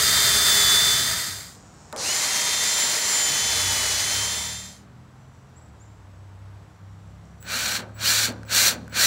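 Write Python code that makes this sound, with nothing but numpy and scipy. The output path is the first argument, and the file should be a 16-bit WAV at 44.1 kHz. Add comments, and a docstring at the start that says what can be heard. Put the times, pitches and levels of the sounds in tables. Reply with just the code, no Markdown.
"""A cordless drill bores two pilot holes in wood on a hollow plastic table outdoors, each run fading away;
then a second drill drives a screw in four short trigger pulls. Clicks mark the triggers and gear play.
Both drills are coloured noise for the tooth contacts plus sines that follow the motor speed.
Behind them: air rumble and far hiss (shaped noise), a near and a far insect (pulse trains), two bird chirps
(gliding sines) and a distant engine (firing orders) that pulls away through a gear change."""
import sys
import numpy as np
from scipy import signal
from scipy.fft import rfft, irfft, next_fast_len
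from scipy.io import wavfile

SR = 44100
rng = np.random.default_rng(int(sys.argv[2]) if len(sys.argv) > 2 else 0)


def unload_wav(signal):
    """Save mono or channel-first audio to the path in sys.argv[1] as 16-bit WAV at rate SR, clipped to [-1, 1]."""
    wavfile.write(
        sys.argv[1],
        SR,
        np.round(np.clip(np.atleast_2d(signal).T, -1, 1) * 32767).astype(np.int16),
    )


N = 399546
T = np.arange(N) / SR   # s


def amp(db):
    """dB to gain."""
    return 10 ** (np.asarray(db) / 20)


def to_db(gain):
    """Gain to dB."""
    return 20 * np.log10(gain)


def rms_one(x):
    """Scale to rms 1."""
    return x / np.sqrt(np.mean(x ** 2) + 1e-20)


def in_time(rows):
    """Columns as curves over time, and a gate that is open from the first row to just after the last."""
    s, *columns = np.transpose(rows)
    gate = np.clip(np.minimum(T - s[0] + .004, s[-1] + .02 - T) / .004, 0, 1)
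    return gate, [np.interp(T, s, column) for column in columns]


def drift(rate):
    """Slow chance: random points of spread 1, rate a second, joined by half-cosines."""
    points = rng.standard_normal(int(N / SR * 400) + 9)
    at = T * min(rate, 399)
    whole = at.astype(int)
    blend = .5 - .5 * np.cos(np.pi * (at - whole))
    return points[whole] * (1 - blend) + points[whole + 1] * blend


def resonance_db(hz, peaks):
    """Summed lift of resonances, each given by its centre in Hz, width in Hz and lift in dB."""
    return sum(lift / (1 + (2 * (hz - at) / width) ** 2) for at, width, lift in peaks)


def colour(x, spectrum, peaks=(), edges_hz=(1, 40000)):
    """Shape by a spectrum and resonance lifts, split at the edges; each band rms 1."""
    size = next_fast_len(N)
    hz = np.maximum(np.fft.rfftfreq(size, 1 / SR), 1)
    table = np.array(spectrum)
    db = np.interp(np.log(hz), np.log(table[:, 0]), table[:, 1]) + resonance_db(hz, peaks)
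    shaped = rfft(x, size) * amp(db)
    below = [1 / (1 + (hz / edge) ** 10) for edge in edges_hz]
    return [rms_one(irfft(shaped * np.sqrt(np.abs(high - low)), size)[:N])
            for low, high in zip(below, below[1:])]


def ring(clicks, hz, t60):
    """A resonator: a unit click sets off a dying sine that starts at about height 1."""
    r, w = amp(-60 / (t60 * SR)), 2 * np.pi * hz / SR
    return signal.lfilter([0, np.sin(w)], [1, -2 * r * np.cos(w), r * r], clicks + 1e-18)


def tone(hz, flicker_db, rate):
    """A sine of rms about 1 on a pitch curve, its level flickering."""
    phase = np.cumsum(hz + 0 * T) / SR + rng.random()
    return np.sqrt(2) * amp(flicker_db * drift(rate)) * np.sin(2 * np.pi * phase)


# three passages melt into one another: end of each cross-fade in s, its length in s, shape
FADE_ENDS_S, FADE_S, FADE_CURVE = (1.638, 4.887), 0.99, 2.05


def passages():
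    """Gain of each passage: it rises as the one before it sinks."""
    turn = [np.pi / 2 * np.clip((T - end) / FADE_S + 1, 0, 1) for end in FADE_ENDS_S]
    out = [np.cos(x) ** FADE_CURVE for x in turn]
    into = [np.sin(x) ** FADE_CURVE for x in turn]
    return out[0], into[0] * out[1], into[1]


def gears(rotor_hz, levels, spectrum, case, edges_hz, throb, rough_db):
    """Dense tooth contacts, throbbing once a rotor turn, heard through table, housing, gearbox and vents."""
    rattle_db, housing_db, treble_db, *boom_db = levels
    turn = np.sin(2 * np.pi * np.cumsum(rotor_hz * (1 + .02 * drift(30))) / SR)
    roughness = amp(rough_db * drift(300) + .5 * drift(25))
    contacts = rng.standard_normal(N) * (1 + throb * turn) * roughness
    *boom, housing, rattle, treble = colour(contacts, spectrum, case, edges_hz)
    # the bands run upwards, the levels list the boom before the deeper thud
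    table = sum(amp(db) * band for db, band in zip(boom_db[::-1], boom))
    return table + amp(rattle_db) * (rattle + amp(housing_db) * housing + amp(treble_db) * treble)


# Colour of the pilot drill, near the microphone and turned away. Each row: frequency in Hz, density in dB per Hz.
NEAR_COLOUR, AWAY_COLOUR = [(120, -45.5), (200, -9), (340, -21.5), (408, -13.5), (447, -16), (1110, -17.5),
                            (1920, -12.5), (2670, -20), (3330, -11), (3510, -7.5), (3780, -7.5), (4790, -1),
                            (5450, -5.5), (7290, -6.5), (15700, -9)], [(120, -36), (200, -6), (352, -12.5), (415, -7), (620, -10),
                                          (862, -8), (927, -8.5), (1460, -6), (1920, -2.5), (2620, -3.5),
                                          (3090, -2), (5550, 6), (7030, 6), (7850, 4.5), (15700, -5.5)]
# Resonances of its case, heard the same two ways. Each row: centre in Hz, width in Hz, lift in dB.
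NEAR_CASE, AWAY_CASE = [(412, 26, 7), (657, 48, 8), (1277, 81, 8), (1880, 760, 4.5), (4740, 670, 2),
                        (5480, 280, -4), (6500, 230, 3), (7360, 320, 2.5), (8160, 380, 4), (9250, 320, -1),
                        (9950, 580, 0.5), (11000, 520, -6.5), (11800, 240, 1), (12900, 240, 0.5),
                        (14150, 620, 1)], [(618, 33, 8.5), (790, 44, 4.5), (1990, 440, 5), (5170, 170, 2),
                                           (12200, 400, -3), (4205, 680, 7.5), (4980, 300, 3.5),
                                           (5960, 420, 4), (6900, 630, 3), (11200, 230, 3.5),
                                           (12840, 600, 1)]
# The two holes. Each row: motor start in seconds, gear rattle in dB at full speed, then housing, treble
# and table boom in dB re rattle, also at full speed.
HOLES = [(-1, -22, -6.5, -7.5, -15), (1.962, -26.5, -7.5, -11, -12)]
# Load on the bit, one list a hole. 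Each row: time in seconds, speed as the pitch step in Hz that the
# whines share, before spin-up and small wander.
LOAD = [
    [(0, 397.6), (.23, 398), (.3, 396.3), (.35, 393), (.47, 395.2), (.56, 390.2), (.72, 387.8),
     (.84, 393.3), (.964, 389.5), (1.166, 399.4), (1.31, 399), (1.45, 402)],
    [(2.25, 398.8), (2.52, 400.2), (2.73, 392.2), (2.86, 394.1), (2.94, 390.8), (3.08, 391.8),
     (3.39, 383.5), (3.52, 388.2), (3.89, 374.5), (3.94, 375.3), (4.13, 389.8), (4.28, 393.7), (4.33, 391),
     (4.69, 399.4), (4.76, 397), (4.86, 362)],
]
# Pitches of the whines in steps: rotor hum, commutator, mesh, a second commutator multiple, fan, a third.
WHINE_STEPS = (2.4, 8, 9, 16, 18.4, 24)
# Mean level of the commutator, mesh and fan whines, one list a hole. Each row: time in seconds, then
# commutator, mesh and fan in dB re rattle.
SINGING = [
    [(0, -15, -5, -14.5), (.3, -17, -8, -20), (.6, -17, -1, -13.5), (1, -17.5, -1, -10.5),
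     (1.2, -22, -4, -14), (1.5, -18, -16, -9)],
    [(2.1, -13, -25, -7), (2.2, -20, -21, -12), (2.35, -13.5, -12.5, -22), (2.55, -12, -7.5, -12),
     (2.75, -15, -10.5, -6), (3.2, -13.5, -10.5, -2.5), (3.6, -12.5, -8, -6.5), (3.9, -15.5, -13.5, -14.5),
     (4.2, -10, -7.5, -4.5), (4.7, -9.5, -9.5, -4), (4.82, -13, -23, -12)],
]
# Mean level of the whines at 2.4, 16 and 24 steps. Each row, one a hole: the three in dB re rattle.
OTHER_WHINES = [(-30, -14, -27), (-21.5, -13.5, -18)]
# Resonances where a whine flares as it crosses. Each row: centre in Hz, width in Hz, lift in dB.
FLARES = [(2920, 260, 8.5), (6755, 400, 4), (8350, 500, 14.5)]
# Faint upper commutator orders, in steps.
UPPER_ORDERS = (32, 40)
ROTOR_PER_STEP, SPIN_UP_S = .8, .055
RATTLE_POWER, HOUSING_POWER, TREBLE_POWER, BOOM_POWER = 0.84, 3.2, 2.6, 0.88   # gains go as speed to these
WHINE_WANDER_DB, ROTOR_HUM_BREAKS_DB = 3, 4
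SIDE_LINE_DB, UPPER_ORDERS_DB = -14.5, -18   # re mesh whine, re treble
JOLT_S, JOLT_T60_S, JOLT_DB = 1.927, .55, -33   # the trigger hand shakes the table


def pilot_drill(hole, load, singing, others, spectrum, case):
    """Gear rattle plus rotor, commutator, mesh and fan whines, all locked to the motor speed."""
    start, rattle_db, housing_db, treble_db, boom_db = hole
    spin = np.clip(1 - np.exp(np.minimum(start - T, 0) / SPIN_UP_S), .001, 1)
    spin_db = to_db(spin)

    boom_db = rattle_db + boom_db
    if start > 0:   # a motor that starts within earshot
        jolt = amp(JOLT_DB - 60 * np.abs(T - JOLT_S) / JOLT_T60_S) * (T > JOLT_S)
        boom_db = to_db(amp(boom_db + BOOM_POWER * spin_db) * (T > start) + jolt + 1e-9)
    rattle_db = rattle_db + RATTLE_POWER * spin_db
    housing_db = housing_db + HOUSING_POWER * spin_db
    treble_db = treble_db + TREBLE_POWER * spin_db

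    _, (step_hz,) = in_time(load)
    step_hz = step_hz * spin * (1 + 0.00068 * drift(40) + .002 * drift(12))
    out = gears(ROTOR_PER_STEP * step_hz, (rattle_db, housing_db, treble_db, boom_db), spectrum, case,
                (200, 1200, 2600, 9000, 40000), throb=0.12, rough_db=0.5)

    _, (commutator_db, mesh_db, fan_db) = in_time(singing)
    rotor_db = others[0] + ROTOR_HUM_BREAKS_DB * drift(14)
    whine_db = rotor_db, commutator_db, mesh_db, others[1], fan_db, others[2]
    for steps, db in zip(WHINE_STEPS, whine_db):
        flare_db = resonance_db(steps * step_hz, FLARES)
        level_db = rattle_db + db + flare_db + 1.5 * spin_db + WHINE_WANDER_DB * drift(5)
        out += amp(level_db) * tone(steps * step_hz, 1.2, 60)
    # side line of the mesh: a gear runs out of round
    out += amp(rattle_db + mesh_db + SIDE_LINE_DB) * tone(10 * step_hz, 2.4, 30)
    for steps in UPPER_ORDERS:
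        out += amp(rattle_db + treble_db + UPPER_ORDERS_DB) * tone(steps * step_hz, 4, 12)
    return out


# Open air around the table. Each row, one a passage: rumble, drone, far hiss and insect, all mean level in dB.
AIR = [(-43, -43, -57, -100), (-58, -52, -53.5, -56.5), (-58.5, -54.5, -56, -74)]
# Colour of rumble with drone, and of the far hiss. Each row: frequency in Hz, density in dB per Hz.
RUMBLE_COLOUR, HISS_COLOUR = [(12, -48.5), (20, -21.5), (45, 1.5), (70, 9), (285, -8.5), (315, -2.5),
                              (344, -21.5), (400, -8.5), (520, -26.5), (880, -120)], [(250, -2.5), (400, -3), (830, -3), (1150, -4.5), (1600, -8.5),
                                              (2500, -16), (4000, -19.5), (7700, -27), (10000, -31),
                                              (15700, -37)]
# A swell of the rumble: its peak in seconds, width in seconds, lift in dB.
SWELL = (3.75, 0.57, 11)


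def open_air(fades):
    """Lumpy low rumble, a drone above it and smooth far hiss, all shaped noise."""
    rumble_gain, drone_gain, hiss_gain = (
        sum(amp(row[k]) * fade for row, fade in zip(AIR, fades)) for k in range(3))
    peak_s, width_s, lift_db = SWELL
    swell_db = lift_db * np.exp(-((T - peak_s) / width_s) ** 2)
    rumble, drone = colour(rng.standard_normal(N), RUMBLE_COLOUR, edges_hz=(30, 115, 330))
    hiss = colour(rng.standard_normal(N), HISS_COLOUR, edges_hz=(330, 40000))[0]
    out = rumble_gain * amp(swell_db + 0.61 * drift(5.5)) * rumble
    out += drone_gain * amp(0.79 * drift(1.6)) * drone
    return out + hiss_gain * amp(0.52 * drift(3.2)) * hiss


def insect(pulses_per_s, song, edges_hz):
    """Steady wing pulses give a comb of thin lines; strips of it swell and sink on their own."""
    wing_turns = np.cumsum(pulses_per_s * (1 + 0.0021 * drift(4.2))) / SR
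    pulses = np.diff(np.floor(wing_turns), prepend=0)
    buzz = pulses * amp(3.5 * drift(150)) + 0.076 * rng.standard_normal(N)
    buzz = colour(buzz, song, edges_hz=edges_hz)[0]
    size = next_fast_len(N)
    spectrum, hz = rfft(buzz, size), np.fft.rfftfreq(size, 1 / SR)
    out = 0
    for strip in range(7):   # every seventh line shares one swell
        mine = np.round(hz / pulses_per_s) % 7 == strip
        out = out + amp(3.9 * drift(6.5)) * irfft(spectrum * mine, size)[:N]
    return out


# Songs of a near insect and a far one. Each row: frequency in Hz, density in dB per Hz.
NEAR_SONG, FAR_SONG = [(4500, -6), (5900, -1.5), (6300, -7.5), (7000, 5.5), (7600, -9), (8000, 1.5),
                       (8600, -8), (8800, -25), (9600, -21), (10500, -30.5)], [(4500, -18), (5800, 0), (6500, -6), (7300, -1), (8050, 1),
                                          (8150, -14), (9200, -19)]
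NEAR_PULSES_PER_S, FAR_PULSES_PER_S = 156.9, 186.3


def insects(fades):
    """The near buzz sounds in the second passage, the far one in the third."""
    near, far = (amp(row[3]) * fade for row, fade in zip(AIR[1:], fades[1:]))
    out = near * insect(NEAR_PULSES_PER_S, NEAR_SONG, (4500, 10500))
    return out + far * insect(FAR_PULSES_PER_S, FAR_SONG, (4500, 9200))


# Trigger and gear play taking up. Each row: time in seconds, reference level in dB, then knock and
# low thump in dB re that level.
CLICKS = [(1.927, -17, -14, -27), (1.9627, -16.5, -23, -15), (1.971, -22, -13, -20),
          (1.9792, -24, -18, -17), (5.5964, -49, -8, -20), (7.427, -26, -15, -28), (7.8793, -48, -9, -17),
          (7.894, -50, 10, -18), (8.3244, -31, -11, -14), (8.4325, -33.5, 0, -20), (8.4512, -35, -17, -22),
          (8.8796, -31.5, -2.5, -26), (8.8971, -39, -6, -24), (8.926, -35, 0, -6)]
KNOCK_HZ, KNOCK_T60_S, THUMP_HZ, THUMP_T60_S, CRACK_T60_S = 1520, 0.016, 544, 0.11, 0.0051


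def clicks():
    """Each click is a short noise crack, a ringing knock of the case and a ringing thump of the table."""
    s, level_db, knock_db, thump_db = np.transpose(CLICKS)
    trains = np.zeros((3, N))
    trains[:, (s * SR).astype(int)] = amp([level_db - 6, level_db + knock_db, level_db + thump_db])
    decay = amp(-60 / (CRACK_T60_S * SR))
    crack = signal.lfilter([1], [1, -decay], trains[0] + 1e-18) * rng.choice([-1, 1], N)
    crack = signal.sosfilt(signal.butter(2, [1300, 10500], "band", fs=SR, output="sos"), crack)
    return crack + ring(trains[1], KNOCK_HZ, KNOCK_T60_S) + ring(trains[2], THUMP_HZ, THUMP_T60_S)


# Distant engine. Each row: time in seconds, cycles per second, then the 2nd, 3rd and 5th multiple,
# each as mean level in dB.
ENGINE = [(3.3, 28.5, -60, -59, -49), (3.68, 31, -47, -34.5, -58), (3.95, 33.94, -51, -52, -62),
          (4.17, 33.27, -50, -38.5, -53), (4.42, 38.5, -44, -51, -51), (4.55, 37.04, -49, -47, -51.5),
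          (4.78, 39.33, -57, -53.5, -53), (5.21, 43.4, -63, -52.5, -63), (5.52, 43.95, -54, -53, -69),
          (5.69, 37.13, -50, -57, -57.5), (5.87, 35.2, -56, -49.5, -61), (6.11, 31.6, -57, -46, -66),
          (6.54, 33, -57, -41.5, -58), (6.72, 33.5, -63, -57, -61), (6.86, 32.44, -58, -42, -57.5),
          (7.3, 34.02, -52, -51.5, -51.5), (8.19, 35.7, -52, -39.5, -63), (8.79, 35.98, -49, -46, -48),
          (9.06, 35.4, -49, -46, -47)]


def engine():
    """Low firing orders as sines; the 4th and 6th follow the 5th."""
    gate, (cycle_hz, second_db, third_db, fifth_db) = in_time(ENGINE)
    orders = zip((2, 3, 4, 5, 6), (second_db, third_db, fifth_db - 7, fifth_db, fifth_db - 7))
    return gate * sum(amp(db) * tone(order * cycle_hz, 1.2, 8) for order, db in orders)


# Bird in the trees. Each row: start in seconds, length in seconds, first pitch in Hz, last pitch in Hz,
# peak level in dB before the echo.
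CHIRPS = [(5.555, 0.0446, 7150, 7840, -52), (5.793, 0.051, 6400, 7540, -54)]
TREE_ECHO_DB, TREE_ECHO_T60_S = -18, .5


def bird():
    """Rising whistles that level off, scattered back by the trees."""
    out = np.zeros(N)
    for start, length, from_hz, to_hz, db in CHIRPS:
        part = np.clip((T - start) / length, 0, 1)
        pitch = from_hz + (to_hz - from_hz) * np.sin(np.pi / 2 * part)
        out += amp(db) * np.sin(np.pi * part ** 1.1) * np.sin(2 * np.pi * np.cumsum(pitch) / SR)
    lag = T[:SR // 2]
    hits = (rng.random(len(lag)) < .03) * rng.standard_normal(len(lag))   # sparse
    echoes = hits * amp(TREE_ECHO_DB - 60 * lag / TREE_ECHO_T60_S) * (lag > .03)
    return out + signal.fftconvolve(out, echoes)[:N]


# Colour of the screw driver. Each row: frequency in Hz, density in dB per Hz.
DRIVER_COLOUR = [(71, -38.5), (120, -13.5), (271, -17), (471, -12), (589, -4.5), (1060, -12), (1630, -8),
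                 (2660, -16), (4260, 0.5), (5110, -5.5), (7530, -7.5), (10900, -13), (15700, -11)]
# Resonances of its case. Each row: centre in Hz, width in Hz, lift in dB.
DRIVER_CASE = [(196, 30, 9), (249, 32, 10.5), (513, 68, 6), (1550, 350, 7), (2370, 290, 9.5),
               (2710, 170, 4.5), (2910, 470, 3.5), (4320, 640, 3.5), (4960, 320, -4), (5830, 460, 6),
               (6900, 320, 4.5), (7600, 320, 5.5), (8150, 320, -1), (9420, 290, -0.5), (11100, 620, -3),
               (12850, 950, 0.5)]
# Trigger pulls. Each row: whistle start in seconds, whistle length in seconds, whistle in dB, half speed
# after seconds, release in seconds, top mesh in Hz before the climb factor, sag in Hz per second before
# that factor, effort in dB added to the rattle, housing in dB added.
PULLS = [(7.4, 0.093, -56, 0.062, 7.765, 1462, -100, -0.5, 2.5),
         (7.942, .075, -57, .06, 8.255, 1809, 599, 2.5, -1),
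         (8.452, .053, -59, .047, 8.69, 2107, 600, 0, 0), (8.893, 0.048, -60, .048, 9.49, 1940, 3, 0, 2.5)]
# Noise bands: rattle, housing re rattle, treble re rattle, table boom, table thud. Each row: level in dB at
# FULL_MESH_HZ before the pull's own offsets, power of the speed that its gain follows.
DRIVER_BANDS = [(-19.5, 3.5), (-9.5, -1.5), (-4.5, 0.9), (-37.5, 2), (-45, 0.9)]
# Gear mesh tones. Each row: multiple of the mesh pitch, level in dB re the mesh tone.
MESH_ORDERS = [(1, 0), (2, 0), (3, 1)]
FULL_MESH_HZ, PINION_TEETH, WHISTLE_HZ = 2000, 12, 7775
SPIN_UP_SPREAD, BRAKE_S, BRAKE_SHAPE, COAST_SHARE, COAST_S = .45, .1, .9, 0.13, .4
# the brake shakes the table: time to its peak, then boom and thud in dB before effort
BITE_S, BITE_DB = .065, (-46, -42)
# the mesh pitch climbs on after the noise is full, towards PITCH_LIFT
CLIMB_SHARE, CLIMB_S, PITCH_LIFT = .5, .055, 1.1
# at the crest mesh tone and treble stand out
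CREST_S, CREST_WIDTH_S, CREST_TREBLE_DB, CREST_MESH_DB = 0.14, 0.048, 1, 11
MESH_DB, THUD_WANDER_DB = -22, 2.5   # mesh tone re rattle, away from the crest


def driver():
    """A rougher gearbox under load with a husky mesh tone, and the whistle that leads each pull."""
    mesh_hz = 1 + 0 * T
    effort_db, own_housing_db, climb, crest, whistle, bite = 0, 0, 1, 0, 0, 0
    for start, length, whistle_db, spin_up, release, top_hz, sag, effort, own_db in PULLS:
        run = np.maximum(np.minimum(T, release) - start, 0)   # s since the pull, held at release
        after = np.maximum(T - release, 0)   # s since release
        started = run > 0
        behind = 1 / (1 + np.exp((run / spin_up - 1) / SPIN_UP_SPREAD))   # share of speed still missing
        braking = (1 - COAST_SHARE) * np.maximum(1 - (after / BRAKE_S) ** BRAKE_SHAPE, 0)
        slowing = braking + COAST_SHARE * np.exp(-after / COAST_S)
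        hz = (top_hz - sag * run) * (1 - behind) * slowing * started
        mesh_hz = np.maximum(hz, mesh_hz)
        effort_db = np.where(started, effort, effort_db)
        own_housing_db = np.where(started, own_db, own_housing_db)
        to_climb = CLIMB_SHARE * np.exp(-np.maximum(run - spin_up, 0) / CLIMB_S)
        climb = np.where(started, PITCH_LIFT - to_climb, climb)
        crest = crest + np.exp(-((T - start - CREST_S) / CREST_WIDTH_S) ** 2)
        bite = bite + amp(effort) * (after / BITE_S * np.exp(1 - after / BITE_S)) ** 2
        whistle_times = start + np.array([0, .004, length, length + .05])
        whistle = whistle + amp(whistle_db) * np.interp(T, whistle_times, [0, 1, 1, 0])

    speed_db = to_db(mesh_hz / FULL_MESH_HZ)
    rattle_db, housing_db, treble_db, *table_db = [db + power * speed_db for db, power in DRIVER_BANDS]
    boom_db, thud_db = [to_db(amp(level) + amp(db) * bite) for level, db in zip(table_db, BITE_DB)]
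    rattle_db = rattle_db + effort_db
    housing_db = housing_db + own_housing_db
    treble_db = treble_db + CREST_TREBLE_DB * crest
    thud_db = thud_db + THUD_WANDER_DB * drift(27)

    mesh_hz = mesh_hz * climb
    out = gears(mesh_hz / PINION_TEETH, (rattle_db, housing_db, treble_db, boom_db, thud_db), DRIVER_COLOUR,
                DRIVER_CASE, (130, 330, 1200, 2600, 9000, 40000), throb=0.066, rough_db=1.0)
    for order, db in MESH_ORDERS:
        husky_hz = order * mesh_hz * (1 + 0.0031 * drift(60))
        out += amp(rattle_db + MESH_DB + CREST_MESH_DB * crest + db) * tone(husky_hz, 4.35, 50)
    octave = amp(-1) * tone(2 * WHISTLE_HZ, 1.1, 30)
    return out + whistle * (tone(WHISTLE_HZ, 1.2, 30) + octave)


YARD_ECHO_DB, YARD_T60_S, YARD_CUT_HZ = -27, .5, 2300


def yard(x):
    """Dull scattered echoes off table, posts and hedge."""
    lag = T[:SR // 2]
    scatter = rng.standard_normal(len(lag)) * amp(-60 * lag / YARD_T60_S)
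    scatter = signal.lfilter(*signal.butter(1, YARD_CUT_HZ, fs=SR), scatter)
    return x + amp(YARD_ECHO_DB) * signal.fftconvolve(x, scatter / np.linalg.norm(scatter))[:N]


def scene():
    """Everything reaches one microphone, so both channels are alike."""
    fades = passages()
    first = pilot_drill(HOLES[0], LOAD[0], SINGING[0], OTHER_WHINES[0], NEAR_COLOUR, NEAR_CASE)
    second = pilot_drill(HOLES[1], LOAD[1], SINGING[1], OTHER_WHINES[1], AWAY_COLOUR, AWAY_CASE)
    drills = fades[0] * first + fades[1] * second + yard(driver())
    background = open_air(fades) + insects(fades) + engine() + bird()
    return np.tile(drills + clicks() + background, (2, 1))


CUTOFF_HZ = 15760


def record(dry):
    """The top is cut steeply by an elliptic low-pass."""
    return signal.sosfilt(signal.ellip(14, .3, 75, CUTOFF_HZ, fs=SR, output="sos"), dry)


dry = scene()
out = record(dry)
unload_wav(out)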